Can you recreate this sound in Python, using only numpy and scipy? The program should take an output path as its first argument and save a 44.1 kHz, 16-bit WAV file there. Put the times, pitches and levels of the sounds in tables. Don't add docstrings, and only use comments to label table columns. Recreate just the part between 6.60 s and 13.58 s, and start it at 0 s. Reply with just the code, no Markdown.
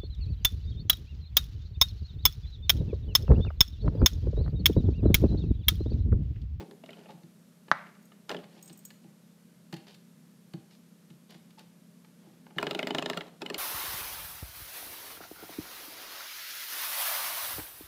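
import sys
import numpy as np
from scipy import signal
from scipy.fft import rfft, irfft
from scipy.io import wavfile
from scipy.ndimage import uniform_filter1d

SR = 44100
rng = np.random.default_rng(int(sys.argv[2]) if len(sys.argv) > 2 else 0)


def transcribe(u):
    v = np.clip(np.atleast_2d(u).T, -1, 1)
    q = np.round(v * 32767).astype(np.int16)
    wavfile.write(sys.argv[1], SR, q)


N = 307818

# [t/s, coil level/dB, mounting cup level/dB, board level/dB,
# wire boom level/dB, coil brightness/(dB/octave), initial twang f/Hz, twang level/dB]
CLAPS = [(0.003, -49, -52, -42, -34, 3, 1010, -52), (0.1106, -48.5, -50, -49, -41, 2.5, 1030, -54),
         (0.2375, -45.5, -55, -35.5, -55, -10, 2370, -53), (0.2604, -49, -51, -57, -61, 2, 3060, -54),
         (0.2905, -45, -48, -36.5, -55, -22, 2360, -42), (0.3056, -47.5, -58, -39.5, -52, 2, 3200, -48),
         (0.331, -47, -51, -55, -50, -7, 3250, -44), (0.37, -55, -61, -48, -56, -7, 1220, -60),
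         (0.392, -55, -60, -48, -58, 0, 3100, -58), (0.412, -58, -60, -48.5, -57.5, -2, 3000, -61),
         (0.4572, -53, -52, -43, -60, -10, 880, -51), (1.6936, -28.5, -30.5, -38, -28, -1.5, 1530, -37),
         (1.7037, -43, -27.5, -31.5, -36.5, -6, 902, -29), (1.7142, -31, -35, -28.5, -31, -4, 863, -36),
         (1.7452, -36, -33.5, -28.5, -29, -6, 890, -36), (1.7662, -40, -46, -35, -30, -5, 3320, -39),
         (1.789, -51, -50, -38, -46, -4, 900, -50), (5.984, -24.5, -22, -34.5, -25, -7.5, 1823, -23.5),
         (6.0278, -28, -22, -21.5, -25, -1.5, 1062, -27.5), (6.0677, -26, -30, -23, -27.5, -6, 1790, -30.5),
         (6.1097, -24, -30.5, -25.5, -25, -3, 3060, -36), (6.1485, -28, -30.5, -26, -23.5, -2, 3000, -31),
         (6.1908, -22.5, -31, -24, -29, -4.5, 2360, -24.5),
         (6.2286, -28.5, -30, -24.5, -24.5, -5, 1730, -36), (6.2709, -26, -29.5, -22.5, -29, -3, 2070, -31),
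         (6.3066, -26.5, -29.5, -23, -25.5, -3.5, 877, -27.5),
         (6.3475, -22.5, -24.5, -20, -27, -2.5, 1140, -31), (6.3836, -22.5, -29, -23, -32, -3.5, 3350, -28),
         (6.4237, -27, -30.5, -25.5, -28.5, -3.5, 1180, -31),
         (6.4593, -25, -29, -24, -27, -3.5, 896, -27.5), (6.4988, -23, -25.5, -23, -27, -3, 1185, -30),
         (6.5326, -32.5, -42, -34.5, -39, -4, 1820, -32.5), (6.5731, -27, -25, -23.5, -34, -1.5, 1380, -33),
         (6.6079, -31.5, -32.5, -42, -52, -9, 2270, -32.5),
         (6.8184, -29, -30, -36, -27.5, -1.5, 877, -34.5),
         (6.8615, -29.5, -32.5, -38, -40, -5.5, 3020, -41), (6.8998, -28.5, -31, -30.5, -25, -1, 1320, -35),
         (6.9434, -25.5, -32.5, -40, -31, -1.5, 2370, -31)]
# [f/Hz, width/Hz, level/dB]
COIL_RESONANCES = [(2012, 105, -6.5), (2547, 98, 0), (2815, 170, 2.5), (2970, 140, 4), (3230, 230, -3),
                   (3720, 320, -2.5), (4220, 133, -4), (4930, 290, -5.5), (5670, 270, -11.5),
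                   (6130, 740, -17.5), (7470, 270, -12), (8550, 160, -14.5), (10800, 8400, -25.5),
                   (14300, 500, -31)]
# [f/Hz, width/Hz, level/dB]
CUP_MODES = [(806, 65, -2), (1035, 25, 1.5), (1356, 74, 4.5), (1740, 144, 3), (1734, 204, 0.5)]
# [f/Hz, width/Hz, level/dB]
BOARD_MODES = [(146.2, 23, -1), (179.4, 56, -4.5), (255, 34, 0.5), (461, 34, -2), (645, 79, 2.5),
               (698, 45, -3)]
# [f/Hz, width/Hz, level/dB]
WIRE_MODES = [(179.5, 23, -6), (242, 19, -1), (298.4, 17, -3), (399.7, 49, 5), (428, 26, -1.5)]
# [f/Hz, level/dB]
RUB_COLOUR = [(40, -9), (95, -15), (140, 9), (420, 9), (800, 7), (1400, -1), (2200, -8), (2900, -6),
              (3400, -10), (4200, -5.5), (4700, -17), (6500, -19.5), (15000, -29)]
# [t/s, level/dB, level sent to the reverberation/dB]
SLAP = (1.1145, -6.5, -17)
# [f/Hz, level/dB]
SLAP_COLOUR = [(60, -58.5), (140, -14), (250, -10.5), (400, -25.5), (620, -7), (900, -6), (1200, 1.5),
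               (1800, -3), (2150, -16), (2600, -25.5), (4000, -23), (6200, -31), (7500, -45.5),
               (15000, -61)]
# [f/Hz, level/dB]
CRUNCH_COLOUR = [(1000, -10), (2400, -1.5), (3600, 2.5), (6200, -10), (7500, -17.5), (15000, -32.5)]
# [f/Hz, level/dB]
SHIVER_COLOUR = [(400, -19), (900, -3), (1400, 2.5), (2200, 0), (2700, -10), (5000, -24.5), (8000, -39.5),
                 (15000, -55)]
# [f/Hz, width/Hz, level/dB]
SLAP_MODES = [(652, 9, -6.5), (840, 14, -5), (1010, 11, -3), (1146, 6.3, -5), (1250, 9, 0), (1341, 6.1, 2),
              (1373, 3.7, -3), (1506, 7.1, -2), (1713, 6.6, -7), (1790, 4.4, -8.5), (1901, 6.8, -7),
              (1986, 9, 1.5), (2070, 4, -9), (2120, 5.2, -11), (2230, 7, -7), (2299, 3.6, -11.5)]
# [pad t/s, relative pad level/dB, pad brightness/(dB/octave), relative claw level/dB]
STEPS = [(0.001, -36.5, 1, -42), (0.026, -37.5, 4, -66), (0.496, -44, 0.5, -61), (0.545, -43, -3, -65),
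         (0.638, -43.5, -3, -50.5), (1.75, -36.5, 5.5, -58), (1.969, -50.5, 4.5, -59),
         (2.103, -42.5, 2, -40), (2.447, -45, 2.5, -53.5), (3.132, -29.5, 1, -30.5),
         (3.9414, -29, -2, -37.5), (4.507, -44, -6.5, -46), (4.75, -45.5, 2, -42.5),
         (5.671, -45.5, 1.5, -71.5), (5.965, -33, 1, -48)]
# [t/s, relative level/dB, brightness/(dB/octave)]
TAPS = [(0.351, -58, 3), (0.505, -50, 1), (1.081, -42, -6), (1.267, -45, -5), (1.288, -52, -5),
        (1.349, -52, 0), (1.518, -46, -6), (1.833, -46, -4), (1.839, -43, -2), (2.303, -38.5, 0.5),
        (3.137, -33, 2), (3.164, -38.5, 2.5), (3.2775, -44.5, 0), (3.3446, -44.5, 3.5), (4.7041, -42.5, 5),
        (4.9041, -49, 3), (4.9903, -40, 4), (5.4447, -47.5, -2.5), (5.864, -46.5, -9), (5.903, -51.5, -11)]
# [f/Hz, width/Hz, level/dB]
FLOOR_MODES = [(129, 44, -5.5), (164, 25.6, 3.5), (248, 78, -15.5), (325.7, 23, -5), (476, 25, -38),
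               (592, 39, -24.5), (819, 45, -16)]
# [f/Hz, width/Hz, level/dB]
CLAW_RESONANCES = [(417, 180, -5.5), (850, 100, 0), (1236, 390, -3), (1720, 147, 2), (2130, 310, -0.5),
                   (2925, 330, 3.5), (3670, 370, -1), (4335, 390, 0.5), (5100, 400, -7.5), (5760, 300, -10),
                   (7000, 1000, -12.5), (10990, 5550, -20.5)]
# [t/s, length/s, relative level/dB, brightness/(dB/octave)]
SCUFFS = [(0.0, 0.04, -43.5, -3), (0.08, 0.08, -63.5, -10.5), (0.246, 0.44, -56, -2),
          (0.483, 0.046, -47.5, -1), (1.694, 0.12, -48.5, 0), (1.867, 0.56, -60.5, 1),
          (3.263, 0.095, -54, 1.5), (4.102, 0.075, -60.5, 4.5), (4.691, 0.1, -55, 2),
          (4.979, 0.056, -54, 1), (5.568, 0.44, -64, -1.5)]
# [f/Hz, level/dB]
SCUFF_COLOUR = [(50, -32), (120, -4), (250, 5), (500, 1.5), (900, -1.5), (1300, -8), (3000, -7),
                (5000, -10.5), (7000, -22.5), (15000, -39)]
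# [t/s, length/s, level/dB]
SCRAPES = [(2.092, 0.013, -63), (3.28, 0.097, -58.5)]
# [f/Hz, width/Hz, level/dB]
SCRAPE_RESONANCES = [(2360, 300, -1), (2970, 300, 4), (4290, 860, 4), (5160, 410, -18)]
# [t/s, level/dB, brightness/(dB/octave)]
JINGLES = [(1.428, -59.5, 4), (1.4531, -55, -1), (2.026, -40.5, 2), (2.0453, -54, 9), (2.057, -46, 3),
           (2.0776, -43.5, -6), (2.128, -44, -5), (2.175, -49, 9), (2.19, -49, 4), (2.251, -34, -1),
           (2.259, -46, 0)]
# [f/Hz, width/Hz, level/dB]
TAG_MODES = [(5250, 74, -13), (6700, 34, 1), (6850, 30, -2), (6900, 47, -6), (8050, 45, -2), (8230, 26, 0),
             (8440, 56, -14), (11000, 250, -15), (12400, 100, -6.5), (14453, 60, -7), (14700, 70, -5)]
# [f/Hz, level/dB]
TICK_COLOUR = [(1000, -26.5), (4500, -18.0), (7200, 2), (9500, -16.0), (12500, -14), (15000, -9)]
# [t/s, level/dB]
VENT_KNOCKS = [(0.012, -41), (0.489, -40), (4.974, -48)]
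# [f/Hz, width/Hz, level/dB]
VENT_MODES = [(848, 37, 10), (910, 40, 0.5), (1175, 44, -4), (1340, 36, -11.5), (2670, 110, -21),
              (3624, 50, -14)]
# [f/Hz, rms level/dB]
HUM = [(153, -73), (172.3, -61.5), (204.8, -63.5), (236.9, -69.5), (411, -90), (473.7, -81.5), (613.7, -83)]
# [f/Hz, level/dB]
AIR = [(18, -70), (30, -42), (65, -28), (102, -19.5), (136, -6.5), (154, -1.5), (171, -6.5), (247, -1),
       (267, -11), (629, -19), (698, -24), (1410, -25), (2190, -28), (13500, -31.5), (15000, -46)]
# [delay t/s, level/dB]
ECHOES = [(.0033, -19.5), (.0098, -22), (0.0145, -34.5)]
# [f/Hz, t60/s]
HALL_T60 = [(150, 0.25), (500, .45), (1500, 0.46), (4000, 0.49), (12000, 0.42)]
# [f/Hz, level/dB]
HALL_COLOUR = [(150, -1.5), (450, 4.5), (800, 0.5), (1400, -5.5), (2200, -1.5), (2900, -3.5), (4200, -4),
               (6000, -5), (15000, -7)]

WIRE_LAG_S = 0.00891
TWANG_RISE_S, TWANG_DECAY_S, TWANG_FALL_OCT_PER_S = 0.00046, 0.0053, 22.3
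RUB_DB, RUB_RISE_S, RUB_DECAY_S = -18.5, 0.015, 0.064
SHIVER_DB, SHIVER_PER_S, SHIVER_DECAY_S = -25.5, 500, 0.098
CLAW_LEAD_S, CLAW_BRIGHT_DB = 0.0068, 0.5
AIR_DB = -61
TOP_HZ = 15700
SIZE = 32768
HZ = np.maximum(np.fft.rfftfreq(SIZE, 1 / SR), 1)
AGE = np.arange(SIZE) / SR


def spring():
    out = np.zeros(N)
    travel = bending(lag_s=0.000785)
    panel = radiation(low_hz=123.0, high_hz=1520) * bending(lag_s=0.0003)
    rebound = np.exp(-2j * np.pi * HZ * WIRE_LAG_S)
    turns = [chatter(length_s=0.0024) for _ in range(2)]
    for k, (s, coil_db, cup_db, board_db, wire_db, bright, twang_hz, twang_db) in enumerate(CLAPS):
        coil = unit(ringing(COIL_RESONANCES, scatter_db=3, detune=.009) * tilt(bright, 3850))
        cup = ringing(CUP_MODES, scatter_db=2.5, detune=.018)
        board = unit(ringing(BOARD_MODES, scatter_db=2.5, detune=.015) * panel)
        wire = unit(ringing(WIRE_MODES, scatter_db=2.5, detune=.02) * panel)
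        contact = amp(-1.5) * travel + amp(-8) * turns[k % 2] + amp(-8) * chatter(length_s=0.003)
        metal = contact * (amp(coil_db) * coil + amp(cup_db) * cup)
        metal = metal + amp(twang_db) * twang(twang_hz)
        wood = amp(board_db) * board + amp(wire_db) * wire * rebound
        add(out, s, metal + wood)
    return out + rubbing(CLAPS)


def twang(hz):
    pitch = hz * 2 ** (-TWANG_FALL_OCT_PER_S * AGE)
    phase = 2 * np.pi * np.cumsum(pitch) / SR
    envelope = (1 - np.exp(-AGE / TWANG_RISE_S)) * np.exp(-AGE / TWANG_DECAY_S)
    return unit(rfft(envelope * np.sin(phase)))


def rubbing(claps):
    t, power = np.arange(N) / SR, 0
    for s, db, *_ in claps:
        rise = np.clip(1 + (t - s) / RUB_RISE_S, 0, 1)
        decay = np.exp(-np.clip((t - s) / RUB_DECAY_S, 0, 20))
        power = power + (amp(db + RUB_DB) * rise * decay) ** 2
    return np.sqrt(power) * grains(RUB_COLOUR, spread_db=4.0, grip_db=6.0)


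def slap():
    out, hit = np.zeros(N), knock(SLAP_COLOUR)
    s, db, _ = SLAP
    add(out, s, amp(db) * hit * bending(lag_s=0.00096))
    add(out, s, amp(db - 21.5) * knock(CRUNCH_COLOUR) * chatter(length_s=0.004))
    add(out, s + 0.0026, amp(db - 15) * hit * chatter(length_s=0.004))
    add(out, s, amp(db + SHIVER_DB) * knock(SHIVER_COLOUR) * shiver())
    add(out, s, amp(db - 15) * ringing(SLAP_MODES))
    return out


def shiver():
    contacts = rng.uniform(-0.91, 1, SIZE) * (rng.random(SIZE) < SHIVER_PER_S / SR)
    contacts = contacts * (1 - np.exp(-AGE / .012)) * np.exp(-AGE / SHIVER_DECAY_S)
    return rfft(contacts / np.linalg.norm(contacts)) * bending(lag_s=0.0037)


def paws():
    out = np.zeros(N)
    floor = ringing(FLOOR_MODES) * radiation(low_hz=108.0, high_hz=1140)
    claw = ringing(CLAW_RESONANCES)
    for s, db, bright, _ in STEPS:
        add(out, s, amp(db + 5.0) * floor * tilt(bright, 212))
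    landings = [(s - CLAW_LEAD_S, db, CLAW_BRIGHT_DB) for s, _, _, db in STEPS]
    for s, db, bright in landings + TAPS:
        add(out, s, amp(db - 4.5) * claw * tilt(bright, 3000) * chatter(length_s=0.0048))
    return out


def scuffs():
    out, slide = np.zeros(N), grains(SCUFF_COLOUR, spread_db=5.5, grip_db=3.0)
    for s, length, db, bright in SCUFFS:
        envelope = np.interp(AGE, [0, 0.12 * length, length], [0, 1, 0])
        stroke = envelope * np.roll(slide, -int(s * SR))[:SIZE]
        add(out, s, amp(db - 3.0) * rfft(stroke) * tilt(bright, 1300))
    return out


def scrapes():
    out, claw = np.zeros(N), ringing(SCRAPE_RESONANCES)
    for s, length, db in SCRAPES:
        catches = rng.standard_normal(SIZE) * (rng.random(SIZE) < 400 / SR)
        envelope = np.interp(AGE, [0, 0.76 * length, length], [1, .8, 0])
        add(out, s, amp(db) * claw * rfft(catches * envelope))
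    return out


def tag():
    out, tick = np.zeros(N), knock(TICK_COLOUR)
    for s, db, bright in JINGLES:
        plate = ringing(TAG_MODES, scatter_db=5, detune=.001)
        strike = amp(-1.5) * plate + amp(-5) * tick * chatter(length_s=0.004)
        add(out, s, amp(db) * tilt(bright, 8200) * strike)
    return out


def vent():
    out, grille = np.zeros(N), ringing(VENT_MODES)
    for s, db in VENT_KNOCKS:
        add(out, s, amp(db) * grille * chatter(length_s=0.0051))
    return out


def background():
    hum = 0
    for hz, db in HUM:
        phase = 2 * np.pi * np.cumsum(hz + .7 * walk(8)) / SR
        hum = hum + amp(db + 0.85 * walk(3.1)) * np.sqrt(2) * np.sin(phase)
    return hum + amp(AIR_DB) * coloured(rng.standard_normal(N), AIR)


def reverberation(x):
    noise, tail = rfft(rng.standard_normal(SIZE)), 0
    for k, (hz, t60) in enumerate(HALL_T60):
        share = along([(f, float(j == k)) for j, (f, _) in enumerate(HALL_T60)], HZ)
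        tail = tail + irfft(noise * share) * np.exp(-np.log(1000) * AGE / t60)
    tail = coloured(tail * (1 - np.exp(-AGE / 0.0014)), HALL_COLOUR)
    return signal.fftconvolve(x, tail * amp(-2.0) / np.sqrt(SIZE))[:N]


def ringing(modes, scatter_db=0, detune=0):
    chance = rng.standard_normal((len(modes), 2))
    response = 0
    for k, ((hz, width, db), (weight, shift)) in enumerate(zip(modes, chance)):
        hz = hz * (1 + detune * shift)
        resonance = 1 / (1 + 1j * (HZ - hz * hz / HZ) / width)
        response = response + (-1) ** k * amp(db + scatter_db * weight) * resonance
    return unit(response)


def knock(colour):
    cepstrum = irfft(np.log(amp(along(colour, HZ))))
    cepstrum[1:SIZE // 2] *= 2
    cepstrum[SIZE // 2 + 1:] = 0
    return unit(np.exp(rfft(cepstrum)))


def tilt(db_per_octave, pivot_hz):
    return amp(db_per_octave * np.clip(np.log2(HZ / pivot_hz), -2, 2))


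def bending(lag_s):
    return np.exp(-4j * np.pi * lag_s * np.sqrt(1000 * HZ))


def radiation(low_hz, high_hz):
    return 1 / (1 + (low_hz / HZ) ** 14) / (1 + (HZ / high_hz) ** 4)


def chatter(length_s):
    envelope = AGE * np.exp(-2 * AGE / length_s)
    swarm = rng.standard_normal(SIZE) ** 3 * envelope
    return rfft(swarm / np.linalg.norm(swarm))


def grains(colour, spread_db, grip_db):
    size = np.minimum(rng.exponential(size=N), 4)
    grip = np.clip(walk(160), -2, 2)
    contacts = rng.standard_normal(N) * amp(spread_db * size + grip_db * grip)
    return coloured(contacts, colour)


def coloured(x, colour):
    gain = amp(along(colour, np.fft.rfftfreq(len(x), 1 / SR)))
    y = irfft(rfft(x) * gain, len(x))
    return y / np.std(y)


def walk(rate):
    k = int(SR / rate)
    return uniform_filter1d(np.repeat(rng.standard_normal(N // k + 1), k), k)[:N]


def amp(db):
    return 10 ** (np.asarray(db) / 20)


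def along(points, hz):
    f, value = np.transpose(points)
    return np.interp(np.log(np.maximum(hz, 1)), np.log(f), value)


def unit(response):
    return response * np.sqrt(SR / 1000 / np.mean(np.abs(response) ** 2))


def add(track, s, response):
    lead = 128
    sound = np.roll(irfft(response), lead)[:SIZE * 3 // 4]
    at = int(s * SR) - lead + np.arange(len(sound))
    inside = (at >= 0) & (at < N)
    track[at[inside]] += sound[inside]


def scene():
    stopper, blow, feet = spring(), slap(), paws()
    small = scuffs() + scrapes() + tag() + vent()
    direct = stopper + blow + feet + small
    echoes = sum(amp(db) * np.pad(direct, (int(s * SR), 0))[:N] for s, db in ECHOES)
    sent = amp(-16.5) * stopper + amp(SLAP[2]) * blow + amp(-7.0) * feet + amp(-7.0) * small
    return (direct + echoes + reverberation(sent) + background())[None]


def record(dry):
    return signal.sosfilt(signal.ellip(10, .2, 70, TOP_HZ, fs=SR, output="sos"), dry)


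dry = scene()
out = record(dry)
transcribe(out)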